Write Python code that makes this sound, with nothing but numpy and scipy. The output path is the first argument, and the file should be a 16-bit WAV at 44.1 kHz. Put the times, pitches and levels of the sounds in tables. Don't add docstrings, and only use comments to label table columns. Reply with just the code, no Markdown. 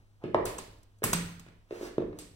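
import sys
import numpy as np
from scipy import signal
from scipy.fft import rfft, irfft
from scipy.io import wavfile

SR = 44100
rng = np.random.default_rng(int(sys.argv[2]) if len(sys.argv) > 2 else 0)


def wav_record(signal):
    frames = np.transpose(np.atleast_2d(signal))
    bounded = np.clip(frames, -1, 1)
    quanta = np.round(bounded * 32767).astype(np.int16)
    wavfile.write(sys.argv[1], SR, quanta)


N = 103635
t = np.arange(N) / SR
freq = np.maximum(np.arange(N + 1) * SR / (2 * N), 1)
LEFT_RIGHT = np.array([[1], [-1]])


def amp(db):
    return 10 ** (np.asarray(db) / 20)


def blow(x):
    return x * np.sqrt(.012 * SR / np.sum(x ** 2))


def through(x, response):
    return irfft(rfft(x, 2 * N) * response)[..., :N]


def colour(points):
    hz, db = np.array(points).T
    return amp(np.interp(np.log(freq), np.log(hz), db))


def noise(points):
    x = through(rng.standard_normal(N), colour(points))
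    return x / x.std()


def tilt(x, tilt_db):
    return through(x, amp(tilt_db * np.log2(np.maximum(freq / 1000, 1))))


def band(hz, width):
    return 1 / (1 + 1j * (freq / hz - hz / freq) / width)


def fade(t60, rise=1 / SR):
    return amp(-60 * t / t60) * (1 - np.exp(-t / rise))


def add(track, x, at):
    i = int(max(at, 0) * SR)
    track[..., i:] += x[..., :N - i]


def send(x, room_db):
    return np.array([x, x * amp(room_db)])


def strike(notes, rise):
    rings = np.array([amp(db) * fade(t60, rise) * np.exp(2j * np.pi * hz * t) for hz, db, t60 in notes])
    phases = np.exp(2j * np.pi * rng.random(len(notes)))
    return blow((phases @ rings).imag)


def background():
    # pitch in Hz, level in dB.
    air_colour = [(20, -1), (42, 0), (70, -7), (130, -16.5), (300, -22.5), (1000, -29.5), (3000, -35.5),
                  (8000, -41), (16000, -48)]
    air_db, hum_db, hum_hz = -64.5, -64, 101.5
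    waver = 1 + 0.25 * noise([(1, 0), (5, 0), (15, -30), (60, -100)])
    hum = amp(hum_db) * np.sqrt(2) * waver * np.sin(2 * np.pi * hum_hz * t)
    air = noise(air_colour) + 0.5 * noise(air_colour) * LEFT_RIGHT
    return hum + amp(air_db) * air


def earlier_step():
    # pitch in Hz, level in dB.
    echo_colour = [(80, 6), (250, 0.5), (500, -8.5), (1500, -15), (4000, -22.5), (12000, -41)]
    return amp(-63.5) * fade(t60=0.34) * noise(echo_colour)


def kitchen(x):
    # pitch in Hz, fade time in seconds, level in dB,
    # how much left and right differ from 0 to 1.
    ranges = [(62.7, 0.98, 9.5, 0), (145, 0.75, 7, .3), (382, 0.58, 2.5, 0.2), (635, 0.63, 3, 0.98),
              (1400, 0.63, 4.5, 1), (3240, 0.61, 5, 0.98), (6000, 0.5, 0.5, 1), (8000, 0.41, 2, 0.1),
              (15000, 0.58, -6, .25)]
    centres = np.log([row[0] for row in ranges])
    mid, side = rfft(rng.standard_normal((2, N)), 2 * N)
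    echo = np.zeros((2, N))
    for this_range, (hz, t60, db, apart) in zip(np.eye(len(ranges)), ranges):
        share = np.interp(np.log(freq), centres, this_range)
        tail = fade(t60, rise=0.00057)
        pair = irfft(share * (mid + apart * side * LEFT_RIGHT))[:, :N] / np.hypot(1, apart)
        add(echo, amp(db) * pair * tail / np.linalg.norm(tail), at=.004)
    return through(x, rfft(echo, 2 * N))


def floor_lows():
    # start in seconds, level in dB, pitch in Hz, fade time in seconds.
    booms = [(1.039, -39, 112, 0.24), (1.131, -36, 172, 0.71), (2.124, -58, 172.8, 1)]
    # start in seconds, level in dB.
    loads = [(.39, -45), (1.04, -45.5), (1.771, -55), (2.029, -54)]
    # pitch in Hz, level in dB.
    rumble_colour = [(20, -18), (31, -9), (42, 6), (60, -5), (90, -19), (160, -45.5), (600, -61)]
    out, weight = np.zeros(N), np.zeros(N)
    for at, db, hz, t60 in booms:
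        boom = fade(t60, rise=0.016)
        add(out, amp(db) * np.sqrt(2) * boom / boom.max() * np.sin(2 * np.pi * hz * t), at)
    load = fade(t60=0.51, rise=0.052)
    for at, db in loads:
        add(weight, amp(db) * load / load.max(), at)
    return out + weight * noise(rumble_colour)


def scuffs():
    # moment of grip in seconds, level in dB, rise and fall in seconds,
    # brightness in dB per octave, room share in dB.
    slides = [(.241, -52, 0.022, 0.018, -11, -4), (1.745, -56.5, 0.04, 0.05, -1.5, -3.5),
              (1.858, -48.5, 0.057, 0.028, 0, -4), (2.183, -65.5, 0.03, 0.029, -2, -8.5)]
    # pitch in Hz, level in dB.
    rub_colour = [(200, 0.5), (600, 13.5), (1500, 11), (3500, 4), (6400, 4.5), (7500, 2), (9000, -1),
                  (15500, -4.5)]
    out, rub = np.zeros((2, N)), noise(rub_colour)
    for at, db, rise, fall, tilt_db, room_db in slides:
        swell = np.exp(-((t - at) / np.where(t < at, rise, fall)) ** 2)
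        slide = tilt(rub, tilt_db)
        out += send(amp(db) * swell * slide / slide.std(), room_db)
    return out


def thuds():
    # start in seconds, level in dB, pitch in Hz, width as a share of the pitch,
    # then the shares of bass, tick and room in dB.
    landings = [(0.2388, -34.5, 388, 0.65, -6.5, -18, 1), (.3450, -20.5, 735, 0.81, -14.5, -14.5, -5),
                (0.3479, -26.5, 431, 0.4, -9.5, -50, 1), (1.02, -36.5, 442, 0.63, -18, -21.5, 3.5),
                (1.038, -39, 236, 2.1, -1, -31, 0), (1.13, -44, 284, 0.66, 8, -42.5, -4),
                (1.463, -59.5, 573, 1.83, -4, -2, -1), (1.7081, -37.5, 435, 0.64, -35, -17, -1.5),
                (1.7228, -37.5, 429, 0.51, -22, -22.5, -4.5), (1.810, -39.5, 412, 0.91, -26, -22, 1.5),
                (1.830, -39.5, 374, 0.73, -36, -30, -7.5), (1.9807, -23.5, 396, 0.86, -13.5, -24.5, -5.5),
                (2.004, -34.5, 448, 0.5, -7.5, -25, -10), (2.0204, -37, 473, 0.46, -14, -20, -10.5),
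                (2.1287, -49, 515, 0.84, -26.5, -11, -8)]
    # pitch in Hz, level in dB.
    tick_colour = [(500, -6.5), (1100, 6), (1800, 10), (2800, -3.5), (4000, -4.5), (5500, -17.5),
                   (8000, -36.5), (16000, -44.5)]
    # pitch in Hz, level in dB, fade time in seconds.
    floor_notes = [(227, -10, 0.54), (300.6, -13, 0.13), (360.2, -10, 0.07), (445.4, -11.5, 0.097),
                   (620, -6.5, 0.046), (689, -15.5, 0.41), (835, -19.5, 0.39), (926, -16.5, 0.25),
                   (1038, -14.5, 0.077)]
    softness, squash_s = 2.73, .0012
    out, grit = np.zeros((2, N)), noise(tick_colour)
    floor = 1
    for hz, db, t60 in floor_notes:
        width = np.log(1000) / np.pi / t60 / hz
        floor += amp(db) * np.sqrt(t60 * hz) * band(hz, width) / 2
    floor *= 1 - 0.62 * band(hz=770, width=0.52)
    bass = blow(irfft(band(hz=156.4, width=0.97) ** 2)[:N])
    for at, db, hz, width, bass_db, tick_db, room_db in landings:
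        rubber = np.exp(-(freq / hz / softness) ** 2 - 2j * np.pi * freq * squash_s)
        push = blow(irfft(band(hz, width) ** 2 * floor * rubber)[:N])
        tick = blow(np.roll(grit, rng.integers(N)) * fade(t60=0.023))
        thud = amp(tick_db) * tick - push - amp(bass_db) * bass
        add(out, send(amp(db) * thud, room_db), at)
    return out


def clacks():
    # start in seconds, level in dB, the shares of tube, grip and room in dB,
    # brightness in dB per octave.
    hits = [(0.4536, -40.5, -6, -21, 1.5, 8), (0.4559, -42.5, -20, 0.5, 1, -3),
            (0.5823, -45, -3.5, -9, 0.5, -1.5), (0.5851, -48, 2.5, 4.5, -46, -17.5),
            (0.7841, -74, -10.5, -21, -11.5, 0), (0.83, -65.5, -14.5, -9.5, -12.5, -0.5),
            (0.985, -72.5, -10, -20.5, -10, -0.5), (1.032, -54, -3.5, 14, -8, 4),
            (1.0383, -27, -12.5, -2, -1.5, 9), (1.130, -34, 1.5, 1, 1, 0.5),
            (1.1321, -28, -13, -2, -20.5, 1.5), (1.395, -53, -19.5, -10, -6.5, -1.5),
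            (1.484, -58.5, -23, -3.5, -6.5, -8), (2.1871, -48, -3, -11, 2, 1)]
    # pitch in Hz, level in dB.
    crack_colour = [(500, 6.5), (1500, -9.5), (3200, -0.5), (4700, 4), (6300, 2.5), (7300, 8), (8300, 3),
                    (11000, 1), (15400, -5.5), (17000, -23)]
    knock_colour = [(100, -34.5), (300, -7), (750, 0), (1150, 5), (2000, 1.5), (4000, -10), (9000, -32.5)]
    # pitch in Hz, level in dB,
    # fade time in seconds.
    tube_notes = [(3210, -14, 0.0068), (6100, -2.5, 0.013), (6494, -3.5, 0.025), (8215, -0.5, 0.033),
                  (8510, 5, 0.0068), (11000, -10.5, 0.0064), (15650, -13, 0.017)]
    grip_notes = [(1059, 0.5, .04), (1652, -5.5, 0.068), (1788, -9, .09), (2180, -4, 0.12), (2556, -3, .03)]
    rise_s, spread_s, grip_ring_db = 0.00079, .002, -7
    out, bright, dull = np.zeros((2, N)), noise(crack_colour), noise(knock_colour)
    chatter = np.exp(0.18 * np.repeat(rng.standard_normal(N), 16)[:N])
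    delay = np.exp(-2j * np.pi * freq * spread_s)
    smooth_crack = blow(irfft(colour(crack_colour) * delay)[:N])
    smooth_knock = blow(irfft(colour(knock_colour) * delay)[:N])
    for at, db, tube_db, grip_db, room_db, tilt_db in hits:
        shift = rng.integers(N)
        crack = blow(np.roll(tilt(bright, tilt_db) * chatter, shift) * fade(t60=0.035, rise=rise_s))
        knock = blow(np.roll(dull, shift) * fade(t60=0.027, rise=rise_s))
        ring = amp(tube_db) * strike(tube_notes, rise_s)
        ring += amp(grip_db + grip_ring_db) * strike(grip_notes, rise_s)
        direct = crack + ring + amp(grip_db) * knock
        around = blow(tilt(smooth_crack, tilt_db)) + 0.43 * ring + 0.56 * amp(grip_db) * smooth_knock
        add(out, amp(db) * np.array([direct, amp(room_db) * around]), at)
    return out


def scene():
    # delay in seconds, level in dB.
    first_echoes = [(.0092, -21), (0.014, -18), (0.0255, -21)]
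    balance_db = -1.4
    direct, to_room = thuds() + clacks() + scuffs()
    for delay, db in first_echoes:
        add(direct, amp(db) * to_room, delay)
    steps = (direct + kitchen(to_room) + floor_lows()) * amp(balance_db * LEFT_RIGHT / 2)
    return steps + background() + earlier_step()


def record(dry):
    turn_hz, lag_s, top_hz = 880, .000415, 16000
    turn = 1j * freq / turn_hz
    left = (1 - turn) / (1 + turn)
    right = np.exp(-2j * np.pi * freq * lag_s)
    wide = through(dry, np.array([left, right]))
    return signal.sosfilt(signal.ellip(8, .2, 70, top_hz, fs=SR, output="sos"), wide)


dry = scene()
out = record(dry)
wav_record(out)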